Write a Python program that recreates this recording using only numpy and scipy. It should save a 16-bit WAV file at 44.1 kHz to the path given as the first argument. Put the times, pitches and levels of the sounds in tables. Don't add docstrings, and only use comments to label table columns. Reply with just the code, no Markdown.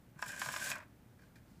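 import sys
import numpy as np
from scipy import signal
from scipy.fft import rfft, irfft
from scipy.io import wavfile
from scipy.ndimage import uniform_filter1d

SR = 44100
rng = np.random.default_rng(int(sys.argv[2]) if len(sys.argv) > 2 else 0)


def output_pcm(signal):
    pcm = np.clip(np.atleast_2d(signal).T, -1, 1) * 32767
    wavfile.write(sys.argv[1], SR, np.round(pcm).astype(np.int16))


N = 70560
T = np.arange(N) / SR


def amp(db):
    return 10 ** (np.asarray(db) / 20)


def unit_rms(x):
    return x / np.sqrt(np.mean(x ** 2) + 1e-20)


def envelope(points):
    times, db = np.transpose(points)
    return amp(np.interp(T, times, db)) * (T > times[0]) * (T < times[-1])


def at_frequency(points, hz):
    freqs, values = np.transpose(points)
    return np.interp(np.log(hz + 1), np.log(freqs), values)


def colour(x, spectrum):
    size = 4096
    log_gain = np.log(amp(at_frequency(spectrum, abs(np.fft.fftfreq(size, 1 / SR)))))
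    response = np.exp(np.conj(signal.hilbert(log_gain)))
    taps = np.fft.ifft(response).real[:size // 2]
    return signal.fftconvolve(x, taps / np.linalg.norm(taps))[:N]


def burst(start_s, decay_s):
    return (T >= start_s) * np.exp(-abs(T - start_s) / decay_s) * rng.standard_normal(N)


def contacts(rate_per_s, spread_db, flutter_db, flutter_s=.007):
    sizes = amp(spread_db * np.minimum(rng.exponential(1, N), 4))
    clumps = unit_rms(uniform_filter1d(rng.standard_normal(N), int(flutter_s * SR)))
    impulses = rng.choice([-1, 1], N) * (rng.random(N) < rate_per_s / SR)
    return unit_rms(sizes * impulses * amp(flutter_db * clumps))


# frequency_hz, relative_db
AIR_SPECTRUM = [(12, -37), (20, -21), (38, -10.5), (118, -3), (147, -8.5), (217, -7), (409, -19.5),
                (555, -20.5), (796, -23.5), (865, -21.5), (994, -27), (1510, -27), (4560, -39),
                (15000, -40)]
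# pitch_hz, rms_db
ELECTRICAL_TONES = [(119.5, -72), (14551, -87.5)]

def background(air_db=-62):
    gain = amp(at_frequency(AIR_SPECTRUM, np.fft.rfftfreq(N, 1 / SR)))
    air = irfft(rfft(rng.standard_normal(N)) * gain, N)
    tones = sum(amp(db) * np.sqrt(2) * np.sin(2 * np.pi * (hz * T + rng.random()))
                for hz, db in ELECTRICAL_TONES)
    return amp(air_db) * unit_rms(air) + tones


# frequency_hz, t60_s
ROOM_DECAY = [(200, 0.47), (1500, 0.23), (5000, 0.2), (14000, 0.11)]

def reverberation(x, level_db=-12.5, delay_s=.005):
    hz, t, noise = signal.stft(rng.standard_normal(SR // 2), SR, nperseg=256)
    decay = np.exp(-np.log(1000) * t / at_frequency(ROOM_DECAY, hz)[:, None])
    tail = signal.istft(noise * decay, SR)[1]
    tail *= T[:len(tail)] > delay_s
    return amp(level_db) * signal.fftconvolve(x, tail / np.linalg.norm(tail))[:N]


# start_s, level_db, pitch_hz
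DESK_BUMPS = [(0.16, -44.5, 152.6), (0.272, -48, 127), (0.469, -43, 139), (.697, -48.5, 135),
              (1.512, -47.5, 213), (1.569, -50, 163)]

def desk_bumps(rise_s=.004, decay_s=.015):
    thuds = np.zeros(N)
    for start, db, hz in DESK_BUMPS:
        t = np.maximum(T - start, 0)
        swell = 1 - np.exp(-t / rise_s)
        thuds += amp(db) * swell * np.exp(-t / decay_s) * np.sin(2 * np.pi * hz * t)
    return thuds


# frequency_hz, relative_db
COIL_SPECTRUM = [(60, -21), (200, -8), (420, -19.5), (600, -14.5), (1250, -16), (1900, -11), (2800, -27.5),
                 (4000, -36.5), (12000, -46)]
# pitch_hz, bandwidth_hz, relative_db
COIL_MODES = [(587, 29, -9), (990, 54, -14.5), (1484, 77, -4), (1595, 114, 3), (1820, 50, -25),
              (2023, 45, -11.5), (2408, 87, -9), (3004, 29, -10.5), (3170, 37, -18), (3880, 54, -26)]

def coil_resonance(force):
    t = T[:N // 8]
    body = colour(signal.unit_impulse(N), COIL_SPECTRUM)[:len(t)]
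    response = body / abs(rfft(body)).max() * amp(max(db for hz, db in COIL_SPECTRUM))
    for k, (hz, width, db) in enumerate(COIL_MODES):
        decay = 2 * np.pi * width / SR * np.exp(-np.pi * width * t)
        response += (-1) ** k * amp(db) * decay * np.sin(2 * np.pi * hz * t)
    return signal.fftconvolve(force, response / np.linalg.norm(response))[:N]


# start_s, ring_db, rasp_db, decay_s
FINGER_BRUSHES = [(1.189, -64, -75, 0.021), (1.214, -69, -72.5, 0.05), (1.283, -78, -73, .008),
                  (1.3557, -61.5, -63.5, 0.016), (1.382, -61, -73, .005)]
# time_s, level_db
HAND_LEVEL = [(1.42, -87), (1.51, -74), (1.54, -76.5), (1.61, -77)]
# frequency_hz, relative_db
SKIN_SPECTRUM = [(250, 4), (700, -5), (1600, -1.5), (3300, -6.5), (4600, -1.5), (7000, -6.5), (10000, -11),
                 (15000, -17)]

def fingers(rise_s=.0018):
    plucks = np.zeros(N)
    skin = envelope(HAND_LEVEL) * rng.standard_normal(N)
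    for start, ring_db, rasp_db, decay_s in FINGER_BRUSHES:
        rub = np.clip((T - start) / rise_s, 0, 1) * burst(start, decay_s)
        plucks += amp(ring_db) * rub
        skin += amp(rasp_db) * rub
    return coil_resonance(plucks) + colour(skin, SKIN_SPECTRUM)


# time_s, level_db
CHATTER_LEVEL = [(.14, -82), (.182, -66), (.21, -78), (.38, -64), (.5, -54.5), (.68, -54), (.735, -50.5),
                 (.762, -51), (.78, -53), (.828, -57.5), (.865, -95)]
# frequency_hz, relative_db
CHATTER_SPECTRUM = [(100, -30), (470, -25.5), (580, 1.5), (780, -7.5), (1020, 4), (1300, -1.5), (1600, 7.5),
                    (2050, -4.5), (2500, -4.5), (3300, -18), (5000, -20.5), (12000, -36)]

def coil_chatter():
    taps = contacts(rate_per_s=1500, spread_db=.5, flutter_db=2.5)
    return colour(envelope(CHATTER_LEVEL) * taps, CHATTER_SPECTRUM)


# time_s, level_db
SHIVER_LEVEL = [(.165, -88), (.19, -68), (.21, -61), (.25, -54), (.32, -49), (.36, -52), (.43, -49),
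                (.52, -47.5), (.6, -47.5), (.68, -46), (.725, -45.5), (.76, -52.5), (.785, -68),
                (.825, -58.5), (.86, -101)]

def coil_shiver():
    rattle = contacts(rate_per_s=2500, spread_db=.5, flutter_db=3)
    return coil_resonance(envelope(SHIVER_LEVEL) * rattle)


# start_s, level_db, click_emphasis_db
COIL_KNOCKS = [(0.1913, -45.5, -21), (0.2243, -28.5, -2), (0.2399, -47, -4), (.337, -44, -2),
               (.4163, -30.5, 3), (0.4597, -33, 2.5), (0.4864, -32, -4), (0.5374, -34, -9),
               (0.5623, -33, 8), (.595, -45.5, 9), (.7162, -38.5, 14.5), (.824, -64, 5), (1.234, -63, -12)]
# pitch_hz, relative_db, t60_s
IMPACT_MODES = [(592, -17, 0.027), (687, -13.5, .05), (860, -15, 0.054), (1011.6, -4, 0.042),
                (1108, -10.5, 0.045), (1235, -11.5, 0.054), (1483, -5, 0.03), (1647, -0.5, 0.037),
                (1845, -14, 0.045), (2254, -14.5, 0.042), (2636, -15.5, 0.033), (3270, -17.5, 0.022),
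                (3980, -23, 0.026), (5490, -7.5, 0.015), (7480, -8.5, 0.014)]
# frequency_hz, relative_db
CLICK_SPECTRUM = [(400, -12), (900, -2.5), (2700, 3), (5500, -4), (9000, -29), (15000, -18)]

def coil_knocks(rise_s=.00087, stagger_s=.0015, detune=.0049, click_db=-10):
    rings, clicks = np.zeros(N), np.zeros(N)
    for start, db, emphasis_db in COIL_KNOCKS:
        clicks += amp(db + emphasis_db + click_db) * burst(start, decay_s=.0031)
        for k, (hz, mode_db, t60) in enumerate(IMPACT_MODES):
            t = np.maximum(T - start - stagger_s * rng.random(), 0)
            shape = (1 - np.exp(-t / rise_s)) * np.exp(-np.log(1000) * t / t60)
            pitch = hz * (1 + detune * rng.standard_normal())
            rings += (-1) ** k * amp(db + mode_db) * shape * np.sin(2 * np.pi * pitch * t)
    return rings + colour(clicks, CLICK_SPECTRUM)


# pitch_hz, level_db, t60_s
CLACK_MODES = [(1975, -36.5, 0.028), (2448, -35.5, 0.038), (2590, -35, 0.029), (2920, -46, 0.0095),
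               (5270, -39, 0.017)]

def battery_stop(start_s=.7162):
    t = np.maximum(T - start_s, 0)
    return sum(amp(db) * np.exp(-np.log(1000) * t / t60) * np.sin(2 * np.pi * hz * t)
               for hz, db, t60 in CLACK_MODES)


# start_s, level_db
RIM_TICKS = [(0.1906, -60), (.2197, -48), (0.2385, -51), (.266, -52), (0.2817, -44), (0.318, -47.5),
             (.395, -40), (.423, -45), (0.46, -49), (.5245, -40), (.534, -45), (0.642, -36.5), (0.69, -42),
             (0.7008, -36.5), (0.7558, -50), (0.782, -56)]
# frequency_hz, relative_db
TICK_SPECTRUM = [(400, -23), (1600, -2), (4000, -5.5), (7500, 4), (9000, -2), (12000, -4), (14500, -5.5)]

def magnet_ticks():
    catches = sum(amp(db) * burst(start, decay_s=.0045) for start, db in RIM_TICKS)
    return colour(catches, TICK_SPECTRUM)


# time_s, level_db
SCRAPE_LEVEL = [(.17, -85), (.2, -65), (.25, -61.5), (.29, -51.5), (.34, -56.5), (.38, -54.5), (.4, -49),
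                (.45, -47.5), (.505, -50), (.55, -48), (.585, -50), (.65, -46), (.712, -42.5), (.737, -56),
                (.78, -78), (.85, -85)]
# pitch_hz, bandwidth_hz, relative_db
WIRE_MODES = [(5315, 20, 4.5), (6680, 51, 1), (7390, 27, -11)]
# frequency_hz, relative_db
SCRAPE_SPECTRUM = [(200, -22.5), (450, -19), (620, -7), (2500, -2), (4100, -3.5), (5200, -2), (6300, -2),
                   (7800, 3), (8500, -4.5), (10000, -3.5), (12000, -8.5), (15000, -13)]

def magnet_scrape():
    friction = envelope(SCRAPE_LEVEL) * contacts(rate_per_s=9000, spread_db=3.5, flutter_db=1.5)
    t = T[:N // 8]
    wire = np.zeros(len(t))
    for hz, width, db in WIRE_MODES:
        decay = 2 * np.pi * width / SR * np.exp(-np.pi * width * t)
        wire += amp(db) * decay * np.cos(2 * np.pi * hz * t)
    ringing = signal.fftconvolve(friction, wire)[:N]
    return colour(friction + ringing, SCRAPE_SPECTRUM)


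def scene():
    travel = magnet_scrape() + coil_shiver() + coil_chatter() + magnet_ticks() + coil_knocks()
    direct = travel + battery_stop() + fingers() + desk_bumps()
    return (direct + reverberation(direct) + background())[None]


def record(dry):
    cutoff_hz = 15350
    taps = signal.firwin(401, cutoff_hz, window=("kaiser", 8), fs=SR)
    return signal.oaconvolve(dry, taps[None], "same")


dry = scene()
out = record(dry)
output_pcm(out)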